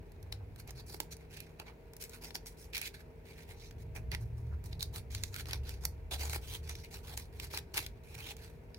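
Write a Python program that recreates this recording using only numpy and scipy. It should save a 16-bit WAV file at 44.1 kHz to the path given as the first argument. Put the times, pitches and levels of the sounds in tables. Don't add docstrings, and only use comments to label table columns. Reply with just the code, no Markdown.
import sys
import numpy as np
from scipy import signal
from scipy.fft import rfft, irfft, next_fast_len
from scipy.io import wavfile
from scipy.ndimage import uniform_filter1d, map_coordinates

SR = 44100
rng = np.random.default_rng(int(sys.argv[2]) if len(sys.argv) > 2 else 0)


def wrap_up_sound(samples):
    columns = np.atleast_2d(samples).T
    tamed = np.clip(columns, -1, 1)
    steps = np.round(tamed * 32767).astype(np.int16)
    wavfile.write(sys.argv[1], SR, steps)


N = 387198


def amp(db):
    return 10 ** (np.asarray(db) / 20)


def unit(x):
    return x / np.sqrt(np.mean(x ** 2) + 1e-20)


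def along(points, hz):
    f, v = np.transpose(points)
    return np.interp(np.log(hz + 1), np.log(f + 1), v)


def wobble(rate):
    knots = rng.standard_normal(int(N * rate / SR) + 4)
    return map_coordinates(knots, [np.arange(N) * rate / SR])


def filtered(x, response):
    size = next_fast_len(N + SR // 4)
    hz = np.fft.rfftfreq(size, 1 / SR)
    return irfft(rfft(x, size) * response(hz), size)[..., :N]


def coloured(x, points):
    size = 2048
    gain = amp(along(points, np.fft.rfftfreq(size, 1 / SR)))
    cepstrum = irfft(np.log(gain))
    cepstrum[1:size // 2] *= 2
    cepstrum[size // 2 + 1:] = 0
    impulse = irfft(np.exp(rfft(cepstrum)))
    return signal.oaconvolve(x, impulse[None], axes=1)[:, :N]


def rush(spectrum, alike):
    def mid_and_side(hz):
        turn = np.arccos(np.clip(along(alike, hz), -1, 1)) / 2
        return amp(along(spectrum, hz)) * [np.cos(turn), np.sin(turn)]

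    mid, side = filtered(rng.standard_normal((2, N)), mid_and_side)
    return unit(np.array([mid + side, mid - side]))


# (frequency [Hz], rms level about which the tone wavers [dB])
FAN_TONES = [(160, -66), (240.5, -72), (372, -78.5), (399.5, -70.5), (429, -75.5), (452.3, -67),
             (479, -72.5), (641, -77), (935, -80)]
# (frequency [Hz], relative density [dB per Hz])
AIR_COLOUR = [(30, -39), (45, 9), (110, -2.5), (200, -7), (300, -8.5), (430, -5.5), (530, -11),
              (750, -15.5), (930, -17.5), (1150, -26), (2400, -21.5), (3100, -33), (8000, -43.5),
              (15500, -38)]
# (frequency [Hz], left-right correlation [0-1])
AIR_LIKENESS = [(100, 0.98), (250, 0.73), (450, 0.44), (1000, 0.053), (3000, 0.048), (10000, 0.068)]


def fan():
    t = np.arange(N) / SR
    right_lead_s = np.array([[0], [0.0002]])
    left_right_db = [[1], [-1]]
    sound = amp(-56.0) * rush(AIR_COLOUR, AIR_LIKENESS)
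    for hz, db in FAN_TONES:
        phase = 2 * np.pi * hz * (t + right_lead_s) + 0.28 * wobble(4)
        tone = unit(np.sin(phase))
        sound += amp(db + 2.5 * wobble(3.195)) * amp(left_right_db) * tone
    return sound


RUMBLE_DB = -1
# (time [s], rumble level before RUMBLE_DB [dB])
TRAFFIC_LEVEL = [(0.0, -43), (0.05, -53.5), (0.32, -48.5), (2.4, -61), (3.64, -52.5), (4.01, -42),
                 (5.31, -45.5), (5.36, -48), (5.52, -43.5), (6.07, -46), (6.23, -43), (6.5, -47.5),
                 (6.73, -46), (6.8, -50.5), (7.16, -48.5), (8.78, -52.5)]
# (frequency [Hz], relative density [dB per Hz])
RUMBLE_COLOUR = [(15, -19), (28, -29), (39, 1.5), (52, 0.5), (72, 3.5), (90, 0.5), (115, -0.5), (138, -8.5),
                 (162, -11), (200, -23.5), (300, -27.5), (600, -88)]
# (crest time [s], half length [s], pitch at crest [Hz], glide [Hz per s], rms level at crest [dB])
ENGINE_SURGES = [(0.405, 0.27, 99.3, 13, -48), (0.75, 0.084, 129, 0, -50.5), (3.9, 0.17, 109, 20, -48.5),
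                 (4.089, 0.11, 66.2, 60, -42), (4.27, 0.14, 115.3, 45, -42), (4.43, 0.2, 116.2, -43, -46),
                 (4.519, 0.13, 71.3, -58, -42), (4.772, 0.16, 95, 10, -46), (5.031, .25, 69, -10, -48),
                 (5.238, 0.22, 96, -10, -46), (5.551, 0.22, 93.7, -12, -54),
                 (5.601, 0.12, 69.4, -45, -39.5), (5.848, 0.17, 63.8, 22, -43.5),
                 (6.249, 0.19, 72.3, 19, -40), (6.679, 0.19, 72, 13, -48.5), (7.349, 0.48, 70.7, 1, -53.5)]


def traffic():
    time = np.arange(N) / SR
    level_s, level_db = np.transpose(TRAFFIC_LEVEL)
    rumble_db = np.interp(time, level_s, level_db)
    sound = amp(rumble_db + RUMBLE_DB) * rush(RUMBLE_COLOUR, [(60, 0.94), (200, 0.99)])
    for crest, half, hz, glide, db in ENGINE_SURGES:
        t = time - crest
        near = np.abs(t) < 2 * half
        t = t[near]
        cycles = hz * t + glide * t ** 2 / 2 + rng.random()
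        swell = np.exp(-2 * (t / half) ** 2)
        sound[:, near] += amp(db) * swell * unit(np.sin(2 * np.pi * cycles))
    return sound


def registers(x, low_hz=290, flex_hz=1550, fizz_hz=6400):
    bands = [([low_hz, flex_hz], "bandpass"), ([flex_hz, fizz_hz], "bandpass"), (fizz_hz, "highpass")]
    split = []
    for hz, kind in bands:
        sos = signal.butter(3, hz, kind, fs=SR, output="sos")
        split.append(signal.sosfilt(sos, x))
    return split


def facet(spike, crack_t60, ring_db, ring_t60, apart):
    t = np.arange(SR // 32) / SR
    decay = amp(-60 * t / crack_t60) + amp(ring_db - 60 * t / ring_t60)
    shared, left, right = rng.standard_normal((3, len(t))) * decay
    shared[0] += spike
    lag = rng.integers(5, 9)
    left_ear = np.pad(shared + apart * left, (lag, 0))[:len(t)]
    pair = np.array([left_ear, shared + apart * right])
    return pair / np.sqrt(np.mean(np.sum(pair ** 2, axis=1)))


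SNAP_DB, POP_DB, EDGE_DB = -15, 9.5, 24
# (frequency [Hz], relative gain [dB])
FOIL_RING = [(250, -1.5), (330, 6), (480, -5.5), (920, 3.5), (1180, -4.5), (1500, -2.5), (1800, -0.5),
             (2450, 4.5), (3000, 0), (4300, 4), (7300, -10), (9400, -9), (11000, -7), (15800, -11)]
# (time [s], level before SNAP_DB [dB], low pop before POP_DB [dB],
# bright edge before EDGE_DB [dB], left minus right [dB])
FOLD_SNAPS = [(0.1191, -46, -20, -10, -1.0), (0.228, -42, -14.5, -8, -9), (0.3242, -30, -24, -19, 2),
              (0.5601, -43.5, -14, -15, -6), (0.6759, -38.5, -26, -10, -2.5), (0.707, -31.5, -10.5, -6, -2),
              (0.9438, -32.5, -5.5, -11, -5), (1.0021, -18, -14.5, -13, -5.5),
              (1.1674, -39.5, -16, -6, -2.5), (1.3708, -35, -28, -12, -7), (1.4035, -29.5, -35, -9, -6),
              (1.5986, -34.5, -10, -17, -6), (1.9343, -39, -12, -11, 0.5), (1.966, -34, -18, -5, 0.0),
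              (2.022, -34, -22, -9, 9), (2.0388, -28, -38, -6, 6), (2.0952, -34, -25, -2, 2),
              (2.3062, -41.5, -12, -25, 4), (2.3539, -28, -17, -21.5, -2), (2.3637, -40, -17, -7, -1.5),
              (2.4601, -36, -14, -11, -1.0), (2.7337, -38, -24, -24, -2), (2.7488, -32, -29, -20, -10),
              (2.7554, -27, -29, -19, 1), (2.7677, -25.5, -27, -16, -6), (2.7794, -25, -29, -9, -4),
              (2.815, -23.5, -24, -8.5, -6.0), (2.8764, -34, -26, -18, -3), (3.71, -42.5, -25, -18, 0),
              (3.9617, -38.5, -17, -15, 0), (4.1165, -30.5, -22, -18, -8), (4.1482, -27.5, -22, -19.5, -4),
              (4.6405, -42, -11, -5, -10), (4.659, -36.5, -11, -5, -2.5), (4.7292, -42.5, -27, -25, -2),
              (4.795, -41, -24, -7, -5), (4.807, -34.5, -27, -12.5, -5.0), (4.8272, -20, -40, -2, 0),
              (4.9596, -28, -14, -12, -3.5), (5.1173, -41, -19, -4, -4.5), (5.1486, -26, -34, -16.5, -0.5),
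              (5.236, -21.5, -30, -15, -5.5), (5.342, -30.5, -34, -18, -2.5),
              (5.362, -26.5, -38, -13.5, -4), (5.4565, -39, -18, -20.5, -5), (5.485, -36, -15, -7, -2.5),
              (5.5096, -29.5, -22, -17, 0), (5.532, -23.5, -22, -20.5, 1.5), (5.6927, -28, -26, -12, -1),
              (5.8522, -13.5, -17.5, -6, -3.5), (6.112, -38, -21, -15, -13), (6.296, -28, -17, -15, -2.0),
              (6.3604, -29.5, -6, -16.5, 0), (6.694, -29.5, -17, -13.5, -1), (6.753, -37, -30, -19, -4),
              (7.1749, -21, -21, -10, -1), (7.3988, -28, -24, -18.5, -3.5), (7.4465, -32, -16, -7, 8),
              (7.5378, -32.5, 1, -17, -3), (7.574, -23, -23, -16.5, 4), (7.7413, -33, -14, -19, -1.0),
              (7.772, -18.5, -33, -10, 5), (7.7766, -17.5, -20.5, -17, 1), (7.79, -24.5, -14.5, -16, -3),
              (7.8637, -28.5, -32, -16.5, 2.5), (8.151, -36, -22, -13, -6), (8.367, -37, -18, -11, -1.5),
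              (8.745, -43.5, -28, -19.5, -4.5)]


def snaps():
    out = np.zeros((2, N + SR))
    for s, level_db, pop_db, edge_db, pan_db in FOLD_SNAPS:
        fold = facet(spike=2.0, crack_t60=0.0084, ring_db=8.5, ring_t60=0.02, apart=0.9)
        pop, crease, edge = [unit(x) for x in registers(fold)]
        click = unit(crease + amp(edge_db + EDGE_DB) * edge + amp(pop_db + POP_DB) * pop)
        pan = amp([[pan_db / 2], [-pan_db / 2]])
        start = round(s * SR)
        out[:, start:start + click.shape[1]] += amp(level_db + SNAP_DB) * pan * click
    return coloured(out[:, :N], FOIL_RING)


def creases(rate, spread_db, ring_db, count):
    swarm = np.zeros((2, N))
    for _ in range(count):
        happens = rng.random(N) < rate / count / SR
        sizes = amp(spread_db * np.clip(rng.standard_normal(N // 16), -2, 2))
        buckles = np.zeros((1, N))
        buckles[0, happens] = sizes[:happens.sum()]
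        click = facet(spike=2.45, crack_t60=0.0019, ring_db=ring_db, ring_t60=0.038, apart=0.97)
        swarm += signal.oaconvolve(buckles, click, axes=1)[:, :N]
    return unit(swarm)


SLIPS_PER_S, SLIP_S, SLIP_DB = 45, 0.0046, 5.5


def slipping():
    slips = (rng.random(N) < SLIPS_PER_S / SR) * rng.uniform(.5, 1, N)
    surge = signal.lfilter([1], [1, -np.exp(-1 / (SLIP_S * SR))], slips)
    return unit(1 + amp(SLIP_DB) * np.minimum(surge, 1))


def reshaped(x):
    depth_db, bins, frames = 2.8, 3, 10
    z = signal.stft(x, nperseg=256)[2]
    field = uniform_filter1d(rng.standard_normal(z.shape[1:]), bins, axis=0)
    field = uniform_filter1d(field, frames, axis=1)
    depth = depth_db * np.linspace(1.1, .7, len(field))[:, None]
    gain = amp(depth * np.clip(unit(field), -2, 2))
    return signal.istft(z * gain, nperseg=256)[1][:, :N]


GRIP_DB, SLACK_DB = 11.5, 19
ARCH, GRIP_S = 1.18, 0.0042
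REST_LEVELS = [-73.5, -81, -86.5]
# (start time [s], rise [s], fall [s], crinkle level [dB],
# fizz re crinkle [dB], flexing sheet re crinkle [dB], loose flap pitch [Hz], flap lift [dB])
FINGER_PULLS = [(0.318, 0.0096, .025, -64.5, 7, 13.5, 4560, 9),
                (0.401, 0.0093, 0.024, -83, -10, 22, 800, 15), (0.577, 0.022, 0.03, -60, 2.5, -2, 4260, 4),
                (0.668, 0.022, 0.031, -55, -10, -1, 6750, 4), (0.75, 0.049, 0.032, -58.5, -3, 1, 4480, 8),
                (0.86, 0.09, 0.037, -60.5, 4.5, 0, 4640, 8.5), (1.0, .005, .04, -66, 9, -13, 2500, -9),
                (1.106, 0.02, 0.027, -51.5, -2.5, -23, 6100, 10.5),
                (1.19, 0.018, 0.055, -70.5, -2, -1, 2270, 16.5),
                (1.298, 0.04, 0.18, -57, -5.5, -12, 2530, 6.5),
                (1.585, 0.018, 0.044, -64.5, -2, 9.5, 2680, 13.5),
                (1.65, 0.028, 0.053, -60.5, -8.5, 5, 2130, 12.5),
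                (1.996, 0.02, 0.062, -50, 0.5, -20, 6850, 2),
                (2.095, 0.05, 0.057, -58.5, -1.5, -18, 1410, 12),
                (2.21, 0.044, 0.078, -52, -1.5, -2.5, 5530, 5.5),
                (2.342, 0.0096, 0.026, -45, -1, -3.5, 4940, 6),
                (2.454, 0.019, 0.055, -55.5, 2.5, -11, 2080, 1), (2.568, .05, 0.073, -61, 3, -16, 5350, 5),
                (2.726, 0.042, 0.074, -46, -5.5, -21, 2350, 8.5),
                (2.808, 0.065, 0.023, -43, -4.5, -19, 2500, 4),
                (2.934, 0.015, 0.059, -57, -5, -13, 1620, 11.5),
                (2.99, 0.02, 0.022, -62.5, -4, -6, 1620, 12.5),
                (3.25, 0.053, 0.047, -60, -4, -9, 2210, 5.5), (3.34, 0.069, 0.087, -60, -5, -9, 1910, 4),
                (3.47, 0.045, 0.049, -58, -2.5, -1, 2030, 10),
                (3.56, 0.087, 0.078, -59, -6, -23, 6030, 8.5), (3.78, 0.04, .025, -63.5, -1.5, -3, 2120, 4),
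                (3.946, 0.023, 0.038, -59, 2.5, 7.5, 2450, 15),
                (4.109, 0.023, 0.03, -47.5, -11, -0.5, 1920, 9.5),
                (4.195, 0.017, 0.065, -69, 4.5, 7, 6000, 4.5), (4.36, 0.026, .1, -78.5, 7, 7, 1180, 5),
                (4.51, 0.02, 0.044, -73, -6, 12, 1490, 10.5), (4.635, 0.029, 0.079, -65.5, 2, -4, 3900, -1),
                (4.71, 0.013, 0.048, -64, -4, -2, 3900, 8), (4.789, 0.043, .035, -60, 5, 0, 3800, 17.5),
                (4.925, 0.06, 0.031, -54, 1, -2.5, 3900, 3.5),
                (5.101, 0.053, 0.089, -52, -5, -10, 6640, 7.5), (5.22, 0.0085, 0.12, -58.5, 0, -6, 6840, 8),
                (5.323, 0.087, 0.025, -48.5, -3.5, -10.5, 1370, 10),
                (5.46, 0.085, 0.034, -48, -8, -2.5, 5400, 2.5),
                (5.63, 0.073, 0.083, -53, -6.5, -8, 5360, 1.5),
                (5.805, 0.037, 0.035, -57, -1, 0.5, 5640, 5),
                (6.107, .03, 0.037, -42.5, -2, 1.5, 3580, 9.5), (6.18, 0.038, 0.13, -45, -3, -3, 6900, 4),
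                (6.293, 0.067, 0.022, -43.5, -1, -6, 1360, 7.5),
                (6.411, 0.14, 0.044, -50.5, -1, -6, 3250, 9.5),
                (6.628, 0.081, 0.074, -54.5, -5.5, -7.5, 5936, 7.5),
                (6.749, 0.055, 0.045, -57, -4.5, -5, 5700, 7),
                (6.83, 0.019, 0.045, -59.5, -2.5, -5, 2270, 13.5),
                (6.903, 0.043, 0.066, -53, -2, -2.5, 4750, 4.5),
                (7.03, 0.099, 0.049, -54.5, -1.5, 0, 3270, 5.5),
                (7.166, 0.021, 0.066, -50.5, -0.5, -12, 1070, 8),
                (7.32, 0.073, 0.086, -63, -3.5, 1, 6150, -1.5),
                (7.393, 0.047, 0.042, -47.5, -4.5, -4, 4300, -1),
                (7.5, 0.086, 0.011, -44.5, -3.5, -9.5, 4790, 2),
                (7.736, 0.034, 0.054, -39.5, -3, -5.5, 2700, 3.5),
                (7.815, 0.01, 0.056, -49.5, -5, -7, 3320, 2), (8.03, 0.17, 0.04, -59, -1.5, 0, 2500, 8.5),
                (8.191, 0.12, 0.028, -51.5, -2.5, -4.5, 3100, 11),
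                (8.37, 0.055, 0.15, -59, -5, -0.5, 1180, -5), (8.74, 0.04, .04, -65.5, -7, -9, 5100, 9)]


def effort():
    power = np.ones((3, N)) * amp(REST_LEVELS)[:, None] ** 2
    for start, rise, fall, db, fizz_db, flex_db, *_ in FINGER_PULLS:
        first = max(round(start * SR), 0)
        t = np.arange(min(round((rise + 3 * fall) * SR), N - first)) / SR
        rising = t < rise
        from_crest = np.abs((t - rise) / np.where(rising, rise, fall))
        under_db = np.where(rising, GRIP_DB, SLACK_DB) * from_crest ** ARCH
        gain = amp(db - under_db) * np.minimum(t / GRIP_S, 1)
        power[:, first:first + len(t)] += (amp([[flex_db], [0], [fizz_db]]) * gain) ** 2
    return np.sqrt(power)


def crinkle():
    flex_gain, crease_gain, fizz_gain = effort()
    rustle = creases(rate=3000, spread_db=3.0, ring_db=-3, count=9)
    ticks = amp(-7) * creases(rate=120, spread_db=2.5, ring_db=-4, count=5)
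    sheet = reshaped(coloured(rustle * slipping() + ticks, FOIL_RING))
    flex, crease, fizz = [unit(x) for x in registers(sheet)]
    sound = flex_gain * flex * amp([[-5], [-.2]])
    sound += crease_gain * crease * amp([[-1.5], [1.9]])
    sound += fizz_gain * fizz * amp([[1.9], [3.1]])
    return sound


FLAP_Q = 6.5


def flapping(x):
    out = x.copy()
    for start, rise, fall, *_, hz, lift_db in FINGER_PULLS:
        span = slice(max(round(start * SR), 0), round((start + rise + fall) * SR))
        ring = signal.lfilter(*signal.iirpeak(hz, FLAP_Q, SR), x[:, span])
        fade = signal.windows.tukey(ring.shape[1], .3)
        out[:, span] += (amp(lift_db) - 1) * ring * fade
    return out


# (frequency [Hz], time to fall by 60 dB [s])
ROOM_DECAY = [(300, 0.43), (2500, 0.16), (7000, 0.19), (15000, 0.14)]


def room(x):
    hz, t, z = signal.stft(rng.standard_normal((2, SR // 3)), SR, nperseg=256)
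    decay = amp(-60 * t / along(ROOM_DECAY, hz)[:, None])
    tail = signal.istft(z * decay, SR, nperseg=256)[1]
    tail *= 1 - np.exp(-np.arange(tail.shape[1]) / SR / 0.0023)
    return signal.oaconvolve(x, tail / np.linalg.norm(tail[0]), axes=1)[:, :N]


def scene():
    foil = amp(1.5) * flapping(crinkle() + snaps())
    return foil + amp(-14.0) * room(foil) + fan() + traffic()


TOP_HZ = 15900


def record(dry):
    return filtered(dry, lambda hz: 1 / np.sqrt(1 + (hz / TOP_HZ) ** 200))


dry = scene()
out = record(dry)
wrap_up_sound(out)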